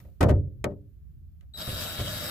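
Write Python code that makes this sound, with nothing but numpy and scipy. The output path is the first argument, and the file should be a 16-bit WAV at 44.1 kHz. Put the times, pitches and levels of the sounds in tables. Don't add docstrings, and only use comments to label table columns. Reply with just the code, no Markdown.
import sys
import numpy as np
from scipy import signal
from scipy.io import wavfile

SR = 44100
rng = np.random.default_rng(int(sys.argv[2]) if len(sys.argv) > 2 else 0)


def gain_from_db(level_db):
    decades = np.asarray(level_db, float) / 20
    return 10 ** decades


def master(y):
    cut = np.clip(np.atleast_2d(y).T, -1, 1)
    pcm = np.round(cut * 32767)
    wavfile.write(sys.argv[1], SR, pcm.astype(np.int16))


N = 101429

# (time [s], contact length [s], boom [dB], body [dB], crack [dB])
KNOCKS = [(.001, 0.001, -47, -59, -59), (.045, 0.012, -53, -56, -67.5), (.075, 0.016, -54, -57.5, -84),
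          (.206, 0.0021, -34, -20, -36.5), (.2085, 0.003, -19.5, -21, -30),
          (.213, 0.0077, -36.5, -30.5, -36.5), (.219, 0.011, -34, -27.5, -39.5),
          (.228, 0.0025, -31.5, -25.5, -32), (.234, 0.007, -28, -25, -38), (.241, .008, -32, -36, -49.5),
          (.250, .01, -35.5, -30.5, -54.5), (.258, .01, -30.5, -33.5, -59.5), (.268, .01, -30.5, -35, -55),
          (.279, 0.017, -24.5, -22, -42.5), (.285, 0.0086, -49, -26, -45), (.293, 0.0037, -22.5, -31, -39),
          (.299, .008, -34, -43, -42), (.307, 0.0072, -35.5, -33.5, -45.5), (.316, .01, -32.5, -43, -62),
          (.345, 0.016, -35, -49, -61), (.455, 0.012, -42.5, -68, -104), (.641, 0.0022, -28.5, -21.5, -29),
          (.646, 0.01, -51, -29.5, -57), (.67, 0.067, -42.5, -38.5, -59), (1.409, 0.001, -73, -87, -63.5),
          (1.42, 0.015, -73, -70, -71)]
# (time [s], contact length [s], boom [dB], body [dB], crack [dB])
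JOLTS = [
    (1.543, 0.00065, -61, -59.5, -62),
    (1.568, 0.0038, -46, -76, -75),
    (1.677, 0.0022, -29, -37.5, -65),
    (1.722, 0.0031, -38, -39, -80),
    (1.748, .005, -57, -54, -73),
    (1.990, 0.0049, -27, -31.5, -58),
    (2.008, 0.0045, -41, -49, -60),
    (2.03, 0.0051, -38.5, -56, -55),
    (2.06, .005, -42.5, -65, -65),
]
# (frequency [Hz], level [dB], t60 [s])
PANEL_MODES = [(41, -8, 0.2), (62, -6.5, 0.5), (85.9, 3, 0.38), (102.9, -10.5, 1), (121.2, 4.5, 0.2),
               (140, -5.5, 0.5), (196, -4.5, 0.46)]
# (frequency [Hz], width [Hz], level [dB])
HOUSING = [(250, 6.6, -8), (292.6, 5.8, 9), (407, 24, 4.5), (500, 13, -3), (535.8, 21, 8), (587, 32, 14),
           (714.7, 18, 5.5), (910, 36, -1), (1263.4, 56, 5), (1524, 39, 4), (1910, 130, 9), (2216, 33, 1.5),
           (2440, 140, 1.5), (2960, 120, -0.5)]
# (frequency [Hz], level [dB], fast t60 [s], slow t60 [s])
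TAIL = [(41, -15.5, 0.21, 0.83), (100, -13, 0.66, 1), (216, -18.5, 0.18, .9), (330, -16.5, 0.26, 0.91),
        (577, -18, 0.12, 0.4), (1200, -13, 0.098, .16), (2243, -12.5, 0.04, 0.1),
        (5900, -12.5, 0.029, 0.051), (14860, -13.5, 0.015, 0.064)]
# (frequency [Hz], left-right likeness [0..1])
KNOCK_LIKE = [(40, .95), (100, 0.96), (240, .8), (550, 0.82), (1300, .25), (15000, 0)]
# (frequency [Hz], left minus right [dB])
KNOCK_PAN = [(60, 0), (140, -1.2), (300, .7), (600, 4.8), (1300, 1), (2500, 4), (5000, 1), (15000, 2.5)]

# (time [s], commutator ripple [Hz], rasp level by load [dB])
MOTOR = [(1.535, 89.54, -71.5), (1.558, 100, -63), (1.584, 103.8, -48), (1.609, 108.1, -43.5),
         (1.649, 104.6, -45.5), (1.691, 127.5, -42.5), (1.75, 147.2, -44.5), (1.818, 140, -39.5),
         (1.861, 138.4, -41), (1.971, 142.4, -43.5), (2.009, 144.6, -39.5), (2.032, 157.1, -45),
         (2.082, 153.5, -40), (2.15, 141.7, -42), (2.279, 127.8, -40.5), (2.3, 127.8, -41.5)]
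# (stalled [dB], running [dB], lower ripple line [dB], upper ripple line [dB])
WHINE = [(-45, -45.5, -68, -54), (-64, -60, -74, -67), (-67, -60, -62, -66), (-78, -69, -80, -69)]
# (left minus right [dB], left lead [rad])
WHINE_SIDE = [(6.5, -1.6), (-4, -2.0), (2, 2.4), (8, -.9)]
# (frequency [Hz], density [dB per Hz])
RASP = [(88, -52), (150, -4), (444, -18.5), (539, -8.5), (945, -13.5), (1340, -9), (3820, -17), (4120, -16),
        (15400, -26.5)]
# (frequency [Hz], width [Hz], level [dB])
CASING = [(520.5, 18, 9), (606, 70, 10), (1211, 20, 4), (1353, 42, 3), (1488, 44, 2.5), (1698, 48.5, 1.5),
          (3360, 600, 5), (4860, 1100, 9.5), (7940, 670, 8.5), (11600, 1600, 1.5), (14330, 3300, 12)]
# (frequency [Hz], left-right likeness, clipped to [0..1])
DRILL_LIKE = [(60, 0.02), (240, 0.29), (950, 0.6), (3770, -2), (15000, -0.02)]
# (frequency [Hz], left minus right [dB])
DRILL_PAN = [(60, 0), (180, -4.5), (550, 1.5), (1650, 0.5), (4970, 2), (15000, 2)]
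# (time [s], level [dB])
CATCHES = [
    (1.575, -49),
    (1.580, -45),
    (1.589, -41),
    (1.594, -49),
    (1.597, -51),
    (1.604, -38),
    (1.612, -41),
    (1.619, -35),
]
# (frequency [Hz], level [dB], t60 [s])
CATCH_MODES = [(3230, -5, 0.011), (4820, 1.5, 0.0098), (5150, -11, 0.0045), (8250, -10.5, 0.0051)]

# (frequency [Hz], density [dB per Hz])
RUMBLE = [(12, -55), (20, -21.5), (40, -4), (69, 9), (108, -5), (201, -16), (433, -41), (585, -48.5),
          (900, -61), (1170, -95), (1980, -120)]
# (time [s], level [dB])
HAND = [
    (0.0, -40.5),
    (0.198, -49.5),
    (0.39, -39),
    (0.93, -50.5),
    (1.151, -45.5),
    (1.35, -49.5),
    (1.45, -48),
    (2.3, -45.5),
]
# (frequency [Hz], density [dB per Hz])
HISS = [(350, -29), (600, 5.5), (642, -4.5), (809, -12), (1450, -7.5), (2180, -13), (2460, -12),
        (9070, -19.5), (15400, -7)]
# (frequency [Hz], left-right likeness [0..1])
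FLOOR_LIKE = [(60, 0.27), (240, 0.7), (950, 0.12), (3770, 0.03), (15000, 0.03)]
# (frequency [Hz], left minus right [dB])
FLOOR_PAN = [(60, -1.5), (240, 0), (950, -1), (3770, 1.5), (15000, -1)]

BAND_EDGES_HZ = 22 * 2 ** np.arange(0, 9.9, 1 / 3)
HISS_DB, RUSTLE_DB, RUSTLE_T60_S = -78, 16, 0.45
SLOW_DB, RISE_CYCLES, CRACK_DB, CRACK_T60_S = -28, 0.44, 5.5, 0.0022
PANEL_DB, CONTACT_HZ = -5, 2400
STRUCK_DB = -12
TRIGGER_S, BREAKAWAY_S, SWITCH_S, HANDOVER_S = 1.537, 1.566, 0.0017, 0.007
STALL_HZ, CHOP_HZ, CHOP_DRIFT_HZ = 3922, 3804, 5.5
STALL_SWELL_DB, WHINE_WOBBLE_DB, RIPPLE_JITTER_HZ = 5.0, 1.2, 2.5
GEAR_DEPTH, GEAR_RATIO = 0.21, 1.21
GRIT_PER_S, GRIT_SHARE = 3000, 0.21
RASP_DB, GROWL_DB = 5.5, -1.5
TOOTH_DB, TOOTH_JITTER, TOOTH_HZ = -10, 0.05, 1400
MIC_TOP_HZ, MIC_END_HZ = 15450, 16200


def rms_one(x):
    return x / np.sqrt(np.mean(x ** 2) + 1e-20)


def clock():
    return np.arange(N) / SR


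def at_hz(points, hz, axis=1):
    p = np.array(points, float)
    return np.interp(np.log(hz), np.log(p[:, 0]), p[:, axis])


def left_right(pan_db):
    return gain_from_db(pan_db / 2 * np.array([[1], [-1]]))


def filtered(x, order, hz, kind="low"):
    return signal.sosfilt(signal.butter(order, hz, kind, fs=SR, output="sos"), x)


def drift(rate_hz):
    r = np.exp(-80 * np.pi * rate_hz / SR)
    white = rng.standard_normal(N // 40 + 2002)
    slow = signal.lfilter([1], [1, -2 * r, r * r], white)[2000:]
    return np.interp(np.arange(N) / 40, np.arange(len(slow)), rms_one(slow))


def ring(x, hz, t60_s):
    r = gain_from_db(-60 / (t60_s * SR))
    w = 2 * np.pi * hz / SR
    return signal.lfilter([0, np.sin(w)], [1, -2 * r * np.cos(w), r * r], x + 1e-18)


def decay(x, t60_s):
    return signal.lfilter([1], [1, -gain_from_db(-60 / (t60_s * SR))], x + 1e-18)


def resonate(x, peaks):
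    out = x
    for hz, width_hz, db in peaks:
        b, a = signal.iirpeak(hz, hz / width_hz, SR)
        out = out + gain_from_db(db) * signal.lfilter(b, a, x)
    return out


def bands(white, like, pan, gain, low_hz=0, high_hz=20000):
    out = 0
    for k, (low, high) in enumerate(zip(BAND_EDGES_HZ, BAND_EDGES_HZ[1:])):
        hz = np.sqrt(low * high)
        if low_hz < hz < high_hz:
            mid, side = filtered(white[k % 2], 3, [low, high], "band")
            c = np.clip(at_hz(like, hz), 0, 1)
            stereo = np.sqrt(1 + c) * mid + np.sqrt(1 - c) * side * [[1], [-1]]
            out = out + gain(hz) * left_right(at_hz(pan, hz)) * stereo
    return out


def floor():
    s, db = np.transpose(HAND)
    white = rng.standard_normal((2, 2, N))
    rumble = bands(white, FLOOR_LIKE, FLOOR_PAN,
                   lambda hz: gain_from_db(at_hz(RUMBLE, hz) + 2.7 * drift(3.1)), high_hz=900)
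    hiss = bands(white[::-1], FLOOR_LIKE, FLOOR_PAN, lambda hz: gain_from_db(at_hz(HISS, hz)), low_hz=600)
    rustle = 1 + gain_from_db(RUSTLE_DB - 60 * clock() / RUSTLE_T60_S + 1.8 * drift(44))
    grip = gain_from_db(np.interp(clock(), s, db))
    return grip * rms_one(rumble) + gain_from_db(HISS_DB) * rustle * rms_one(hiss)


def impacts():
    return np.array(list(KNOCKS) + list(JOLTS))


def strikes(hz):
    boom, body, crack = impacts().T[2:]
    place = np.interp(np.log(hz), np.log([130, 280, 650, 1900]), [0, 1, 1, 2])
    return gain_from_db(boom + (body - boom) * min(place, 1) + (crack - body) * max(place - 1, 0))


def contacts():
    rows = impacts()
    phase = (clock() - rows[:, :1]) / np.maximum(rows[:, 1:2], 2e-4)
    push = np.sin(np.pi * np.clip(phase, 0, 1)) ** 2
    return push / push.sum(axis=1, keepdims=True)


def tail_gain(hz, push):
    clicks = strikes(hz) @ push
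    env = decay(clicks, at_hz(TAIL, hz, axis=2))
    env += gain_from_db(SLOW_DB) * decay(clicks, at_hz(TAIL, hz, axis=3))
    env += gain_from_db(CRACK_DB) * min(hz / 1200, 1) * decay(clicks, CRACK_T60_S)
    r = np.exp(-hz / RISE_CYCLES / SR)
    swelled = signal.lfilter([1 - r], [1, -r], env)
    return gain_from_db(at_hz(TAIL, hz)) * np.sqrt(SR / hz) * swelled


def clatter():
    push = contacts()
    white = rng.standard_normal((2, 2, N))
    tail = bands(white, KNOCK_LIKE, KNOCK_PAN, lambda hz: tail_gain(hz, push))
    return resonate(tail, HOUSING)


def panel():
    at = (impacts()[:, 0] * SR).astype(int)
    housing = [(hz, db + STRUCK_DB, np.log(1000) / np.pi / width_hz) for hz, width_hz, db in HOUSING]
    out = np.zeros((2, N))
    for k, (hz, level_db, t60_s) in enumerate(list(PANEL_MODES) + housing):
        clicks = np.zeros(N)
        spread_db = rng.normal(0, 1, len(at))
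        clicks[at] = (-1) ** k * strikes(hz) * gain_from_db(level_db + PANEL_DB + spread_db)
        out += ring(clicks, hz, t60_s) * left_right(at_hz(KNOCK_PAN, hz))
    return filtered(out, 2, CONTACT_HZ)


def whine(ripple_hz):
    t = clock()
    since = t - BREAKAWAY_S
    on = np.clip((t - TRIGGER_S) / SWITCH_S, 0, 1)
    freed = np.clip((since + SWITCH_S) / SWITCH_S, 0, 1)
    turning = np.clip(since / HANDOVER_S, 0, 1) ** 2
    swell = gain_from_db(STALL_SWELL_DB * np.clip(since / (BREAKAWAY_S - TRIGGER_S) + 0.5, -0.5, 0.5))
    stalled = on * swell * (1 - freed)
    chop = 2 * np.pi * np.cumsum(CHOP_HZ + CHOP_DRIFT_HZ * np.clip(since / 0.7, 0, 1)) / SR
    turn = np.exp(2j * np.pi * np.cumsum(ripple_hz + RIPPLE_JITTER_HZ * drift(21.0)) / SR)
    out = 0
    for k, (levels, (pan_db, lead)) in enumerate(zip(WHINE, WHINE_SIDE), 1):
        stall_db, run_db, low_db, up_db = levels
        stall_tone = gain_from_db(stall_db) * stalled * np.exp(2j * np.pi * k * STALL_HZ * t)
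        lines = (gain_from_db(run_db) + gain_from_db(low_db) / turn + gain_from_db(up_db) * turn) * np.exp(1j * k * chop)
        run_tone = turning * gain_from_db(WHINE_WOBBLE_DB * drift(24)) * lines
        ports = np.array([[gain_from_db(pan_db) * np.exp(1j * lead)], [1]])
        out = out + np.real(ports * (stall_tone + run_tone)) / abs(ports.mean())
    return np.sqrt(2) * out


def teeth(turn):
    count = np.floor(GEAR_RATIO * turn / (2 * np.pi) + TOOTH_JITTER * drift(60))
    ticks = (np.diff(count, prepend=count[0]) > 0) * gain_from_db(rng.normal(0, 1.7, N))
    return rms_one(filtered(ticks, 2, [TOOTH_HZ / 1.3, TOOTH_HZ * 1.3], "band"))


def rasp(ripple_hz, load_db):
    grit = (rng.random(N) < GRIT_PER_S / SR) * gain_from_db(6.7 * np.minimum(rng.exponential(1, N), 3))
    white = rng.standard_normal((2, 2, N)) * (1 + GRIT_SHARE * rms_one(grit))
    turn = 2 * np.pi * np.cumsum(ripple_hz) / SR
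    gear = GEAR_RATIO * turn
    throb = 1 + GEAR_DEPTH * (np.sin(gear + drift(11)) + 0.25 * np.sin(2 * gear + drift(2.2)))
    noise = bands(white * throb, DRILL_LIKE, DRILL_PAN,
                  lambda hz: gain_from_db(at_hz(RASP, hz) + 1.94 * drift(6.2) + 1.3 * drift(31)), low_hz=100)
    source = rms_one(noise) + gain_from_db(TOOTH_DB) * teeth(turn) * gain_from_db([[1.5], [-1.5]])
    cased = rms_one(resonate(source, CASING))
    growl = rms_one(filtered(rng.standard_normal(N), 2, [60, 220], "band"))
    on = np.clip((clock() - TRIGGER_S) / 0.0061, 0, 1)
    return on * gain_from_db(load_db) * (gain_from_db(RASP_DB) * cased + gain_from_db(GROWL_DB) * growl)


def catches():
    s, db = np.transpose(CATCHES)
    at = (s * SR).astype(int)
    out = np.zeros((2, N))
    for hz, level_db, t60_s in CATCH_MODES:
        clicks = np.zeros((2, N))
        spread_db = rng.normal(0, 3.9, (2, len(s)))
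        clicks[:, at] = gain_from_db(db + level_db + 1.5 + spread_db)
        out += ring(clicks, hz, t60_s)
    return out


def scene():
    s, hz, db = np.transpose(MOTOR)
    ripple_hz = np.interp(clock(), s, hz)
    load_db = np.interp(clock(), s, db)
    knocks = clatter() + panel()
    drill = whine(ripple_hz) + rasp(ripple_hz, load_db) + catches()
    return floor() + knocks + drill


def low_pass(x):
    return signal.sosfilt(signal.butter(12, 16830, fs=SR, output="sos"), x)


def record(dry):
    step = signal.ellip(6, 1, 21, MIC_TOP_HZ, fs=SR, output="sos")
    cut = signal.cheby2(10, 40, MIC_END_HZ * 1.02, fs=SR, output="sos")
    mix = signal.sosfilt(np.vstack([step, cut]), dry)
    return low_pass(mix)


dry = scene()
out = record(dry)
master(out)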